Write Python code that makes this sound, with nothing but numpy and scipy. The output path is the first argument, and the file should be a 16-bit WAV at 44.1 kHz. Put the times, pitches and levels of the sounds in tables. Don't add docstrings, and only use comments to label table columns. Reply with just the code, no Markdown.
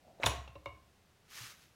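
import sys
import numpy as np
from scipy import signal
from scipy.fft import rfft, irfft, next_fast_len
from scipy.io import wavfile
from scipy.ndimage import map_coordinates

SR = 44100
rng = np.random.default_rng(int(sys.argv[2]) if len(sys.argv) > 2 else 0)


def dump(signal):
    limited = np.clip(np.atleast_2d(signal).T, -1, 1)
    pcm = np.round(limited * 32767).astype(np.int16)
    wavfile.write(sys.argv[1], SR, pcm)


N = 77175


def amp(db):
    return 10 ** (np.asarray(db) / 20)


def unit(x):
    return x / np.sqrt(np.mean(x ** 2) + 1e-20)


def along(points, hz):
    f, v = np.transpose(points)
    return np.interp(np.log(hz + 1), np.log(f + 1), v)


def envelope(rows):
    return amp(np.interp(np.arange(N) / SR, *np.transpose(rows), left=-120))


def noise(spectrum, size=N, eq_db=lambda f: 0):
    m = next_fast_len(size)
    hz = np.fft.rfftfreq(m, 1 / SR)
    gain = amp(along(spectrum, hz) + eq_db(hz))
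    return unit(irfft(rfft(rng.standard_normal(m)) * gain, m)[:size])


def fade(t, t60):
    return np.exp(-np.log(1000) * t / t60)


def attack(t, rise_s):
    return 1 - np.exp(-t / rise_s)


def ring(modes, t):
    return sum((-1) ** k * amp(db) * fade(t, t60) * np.sin(2 * np.pi * hz * t)
               for k, (hz, db, t60) in enumerate(modes))


def ping(hz, t, t60):
    return np.sin(2 * np.pi * hz * t) * fade(t, t60) * attack(t, 0.00036) ** 2


def add(track, s, sound):
    part = track[int(round(s * SR)):][:len(sound)]
    part += sound[:len(part)]


def with_tail(x, t60s, wet_db, predelay_s=0.001):
    hz, t, bands = signal.stft(rng.standard_normal(SR // 2), SR, nperseg=256)
    tail = signal.istft(bands * fade(t, along(t60s, hz)[:, None]), SR, nperseg=256)[1]
    tail *= attack(np.maximum(np.arange(len(tail)) / SR - predelay_s, 0), 0.0012)
    wet = signal.fftconvolve(x, tail / np.linalg.norm(tail))
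    return np.pad(x, (0, len(wet) - len(x))) + amp(wet_db) * wet


# f/Hz, relative level/dB
AIR_SPECTRUM = [(20, 5), (45, -9), (80, -4), (130, -8), (190, -9), (300, -15.5), (420, -14.5), (700, -22),
                (1300, -21), (3000, -23), (5000, -26.5), (9000, -32), (15800, -37)]

def room_tone():
    return amp(-65) * noise(AIR_SPECTRUM)


# t/s, level/dB
SLIDE_ENVELOPE = [(0, -78), (.04, -70), (.085, -60), (.13, -64.5), (.17, -69), (.2, -58), (.23, -80)]
BIND_ENVELOPE = [(.195, -68), (.21, -56.5), (.225, -48.5), (.235, -80)]
# f/Hz, relative level/dB
SLIDE_SPECTRUM = [(200, -6.5), (420, -13), (560, -4.5), (740, -1.5), (950, -16.5), (1500, -36),
                  (4000, -35.5), (9000, -45.5)]
BIND_SPECTRUM = [(200, -2), (700, 1), (1300, -2), (2400, -9.5), (5000, -28), (6600, -15), (8500, -25),
                 (16000, -34)]

def rim_scrape():
    slide = envelope(SLIDE_ENVELOPE) * noise(SLIDE_SPECTRUM)
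    bind = envelope(BIND_ENVELOPE) * noise(BIND_SPECTRUM)
    return slide + bind


# t/s, level/dB, corner f/Hz, roll-off below and above/(dB/octave), snap boost/dB
CONTACTS = [(.190, -64, 603, 13, 17, -10), (.1995, -45.5, 537, 14, 37, 0.5),
            (0.201, -54.5, 3870, -11, 21, 5), (0.2269, -38.5, 4050, 2, 24, -1),
            (0.2335, -28.5, 2224, 15, 12, 15), (0.2375, -26.5, 667, 18.5, 6, -1.5),
            (.2398, -35.5, 2200, 0, 6, 14), (.2450, -37, 754, 6, 7, 10), (0.2526, -39, 3580, 1.5, 3, 7.5),
            (.2603, -26, 6340, 4.5, 7, 2.5), (.2630, -23, 3595, 3, 5.5, 12),
            (0.266, -27, 1093, 1, 6.5, 7.5), (.2702, -30, 1010, 17, 7, -2), (0.299, -44.5, 430, 1, 17, 9),
            (0.3184, -45, 2800, -2.5, 18, 8), (0.337, -47, 600, -33, 10, 15)]
# f/Hz, relative level/dB, t60/s
BRASS_MODES = [(563.5, -4, 0.055), (714, -1.5, 0.075), (905, -1, 0.027), (1079, -1, 0.074),
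               (1940, -6, 0.072), (1950, -11.5, 0.023), (2512, -2, 0.026), (2910, -9.5, 0.09),
               (3520, -6.5, 0.019), (3740, -1, 0.012), (3924, 2.5, 0.021), (5710, -4, 0.043),
               (5740, -11.5, 0.023), (6860, -1, 0.025)]
# f/Hz, relative level/dB
CRACK_SPECTRUM = [(100, 6.5), (300, 13.5), (1000, 2.5), (1400, 4.5), (2200, 0.5), (3800, -1), (4600, -4.5),
                  (6500, -2), (8200, -3.5), (11000, -5), (16000, -6.5)]
# f/Hz, t60/s
SHELL_DECAY = [(100, 0.59), (500, 0.37), (1200, 0.52), (2200, 0.49), (4000, 0.4), (7000, 0.34),
               (14000, 0.28)]
ROOM_DECAY = [(200, 0.42), (1000, 0.4), (4000, 0.32), (12000, 0.19)]

def brass_clack():
    out, t = np.zeros(N), np.arange(SR // 6) / SR
    hz, db, t60 = np.transpose(BRASS_MODES)
    for s, hit_db, corner_hz, below, above, snap_db in CONTACTS:
        def hit_eq(f):
            octaves = np.log2((f + 1) / corner_hz)
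            return np.minimum(below * octaves, -above * octaves)
        mode_db = db + hit_eq(hz) + rng.normal(0, 1, len(hz))
        mode_db -= 10 * np.log10(np.sum(amp(mode_db) ** 2) / 2)
        detuned_hz = hz * (1 + 0.0053 * rng.standard_normal(len(hz)))
        body = ring(zip(detuned_hz, mode_db, t60), t)
        crack = noise(CRACK_SPECTRUM, len(t), hit_eq) * fade(t, t60=0.043)
        hit = (amp(-3) * body + amp(-3.5) * crack) * attack(t, rise_s=0.000072)
        snap = ping(corner_hz, t, t60=0.0092)
        add(out, s, amp(hit_db) * with_tail(hit, SHELL_DECAY, wet_db=-6))
        add(out, s, amp(hit_db + snap_db) * with_tail(snap, ROOM_DECAY, wet_db=-14))
    return out


# t/s, level/dB, length/s
PUSHES = [(.240, -30.5, 0.0094), (.2715, -33, 0.0056), (0.376, -46.5, 0.0037), (0.488, -54, 0.0016),
          (0.558, -56.5, 0.0025), (0.661, -46.5, 0.0087), (0.716, -50.5, 0.0096)]
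# f/Hz, relative level/dB, t60/s
COUNTER_MODES = [(66.7, -7, 0.68), (83, -4, 0.34), (112.6, 6.5, 0.126), (154, -2, 0.039)]

def counter_thumps():
    out, t = np.zeros(N), np.arange(SR) / SR
    boom = ring(COUNTER_MODES, t)
    for s, db, length_s in PUSHES:
        push = np.sin(np.pi * np.minimum(t / length_s, 1)) ** 2
        add(out, s, amp(db) * signal.fftconvolve(boom, push / push.sum()))
    return out


# f/Hz, level/dB, t60/s
FREE_MODES = [(437, -49, .36), (657, -48, .62), (703, -46, .42), (1020, -40, .17), (1072, -45, .55),
              (1134, -44, .34), (1888, -58, .35), (2064, -54, .4), (2524, -51, .35), (3680, -49, .22),
              (3958, -57, .22), (10083, -39, .165), (15320, -51, .17)]

def seating_ring(seat_s=0.263):
    out = np.zeros(N)
    add(out, seat_s, ring(FREE_MODES, np.arange(SR) / SR))
    return out


# t/s, level/dB, low-pass f/Hz, ping f/Hz, transient boost/dB
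KNOCKS = [(0.477, -59, 900, 2730, 13.5), (0.5549, -46.5, 970, 2740, -3.5), (0.6587, -41, 3600, 2243, 0.5)]
# f/Hz, relative level/dB, t60/s
GROUP_MODES = [(312, -12, .22), (410, -8, .06), (565, 1, .09), (732, -13, .12), (900, -10, .06),
               (1035, 1, .085), (1075, -7, .2), (1125, -7, .13), (1290, -11, .06), (2135, -15, .17),
               (2215, -6, .15), (2730, -15, .17), (2855, -12, .16), (3650, -8, .04)]
# f/Hz, relative level/dB
TICK_SPECTRUM = [(200, 3), (420, -9), (900, 19), (1700, 1.5), (2800, 0), (3800, 7.5), (4700, -13),
                 (5800, -4.5), (8000, -25), (11000, -36), (16000, -47)]

def lug_knocks():
    out, t = np.zeros(N), np.arange(SR // 2) / SR
    hz, db, t60 = np.transpose(GROUP_MODES)
    for s, hit_db, cutoff_hz, ping_hz, transient_db in KNOCKS:
        lowpass_db = -10 * np.log10(1 + (hz / cutoff_hz) ** 4)
        body = ring(zip(hz, db + lowpass_db, t60), t)
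        tick = noise(TICK_SPECTRUM, len(t)) * fade(t, t60=0.042)
        transient = amp(transient_db) * (ping(ping_hz, t, t60=0.034) + amp(-3) * tick)
        add(out, s, amp(hit_db) * with_tail(body + transient, ROOM_DECAY, wet_db=-9))
    return out


# t/s, relative level/dB
CLOTH_ENVELOPE = [(1.25, -75), (1.274, -74.5), (1.312, -55.5), (1.382, -47.5), (1.466, -49.5),
                  (1.52, -54.5), (1.566, -65), (1.628, -63), (1.746, -79), (1.75, -74)]
# f/Hz, relative level/dB
CLOTH_SPECTRUM = [(100, -19.5), (300, -12.5), (520, -15), (900, -11), (1200, -1.5), (2200, -2.5),
                  (4300, -5), (6500, -5.5), (7600, -11.5), (12000, -12.5), (15800, -18)]

def cloth_rub(grain_hz=710, grain_db=1.5):
    grain = map_coordinates(rng.standard_normal(N // 8), [np.arange(N) * grain_hz / SR])
    hiss = unit(noise(CLOTH_SPECTRUM) * amp(grain_db * grain))
    return amp(-0.5) * envelope(CLOTH_ENVELOPE) * hiss


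def lever_bump(grip_s=1.404, hz=117):
    out, t = np.zeros(N), np.arange(SR) / SR
    bump = np.sin(2 * np.pi * hz * t) * fade(t, t60=0.13) * attack(t, rise_s=0.02)
    add(out, grip_s, amp(-37.5) * bump)
    return out


def scene():
    return (room_tone() + rim_scrape() + brass_clack() + counter_thumps() + seating_ring()
            + lug_knocks() + cloth_rub() + lever_bump())[None]


def record(dry):
    low_cut_hz, top_hz = 50, 15900
    m = next_fast_len(N + SR // 2)
    thinned = signal.sosfilt(signal.butter(2, low_cut_hz, "high", fs=SR, output="sos"), dry)
    passband = np.fft.rfftfreq(m, 1 / SR) < top_hz
    return irfft(rfft(thinned, m) * passband, m)[..., :N]


dry = scene()
out = record(dry)
dump(out)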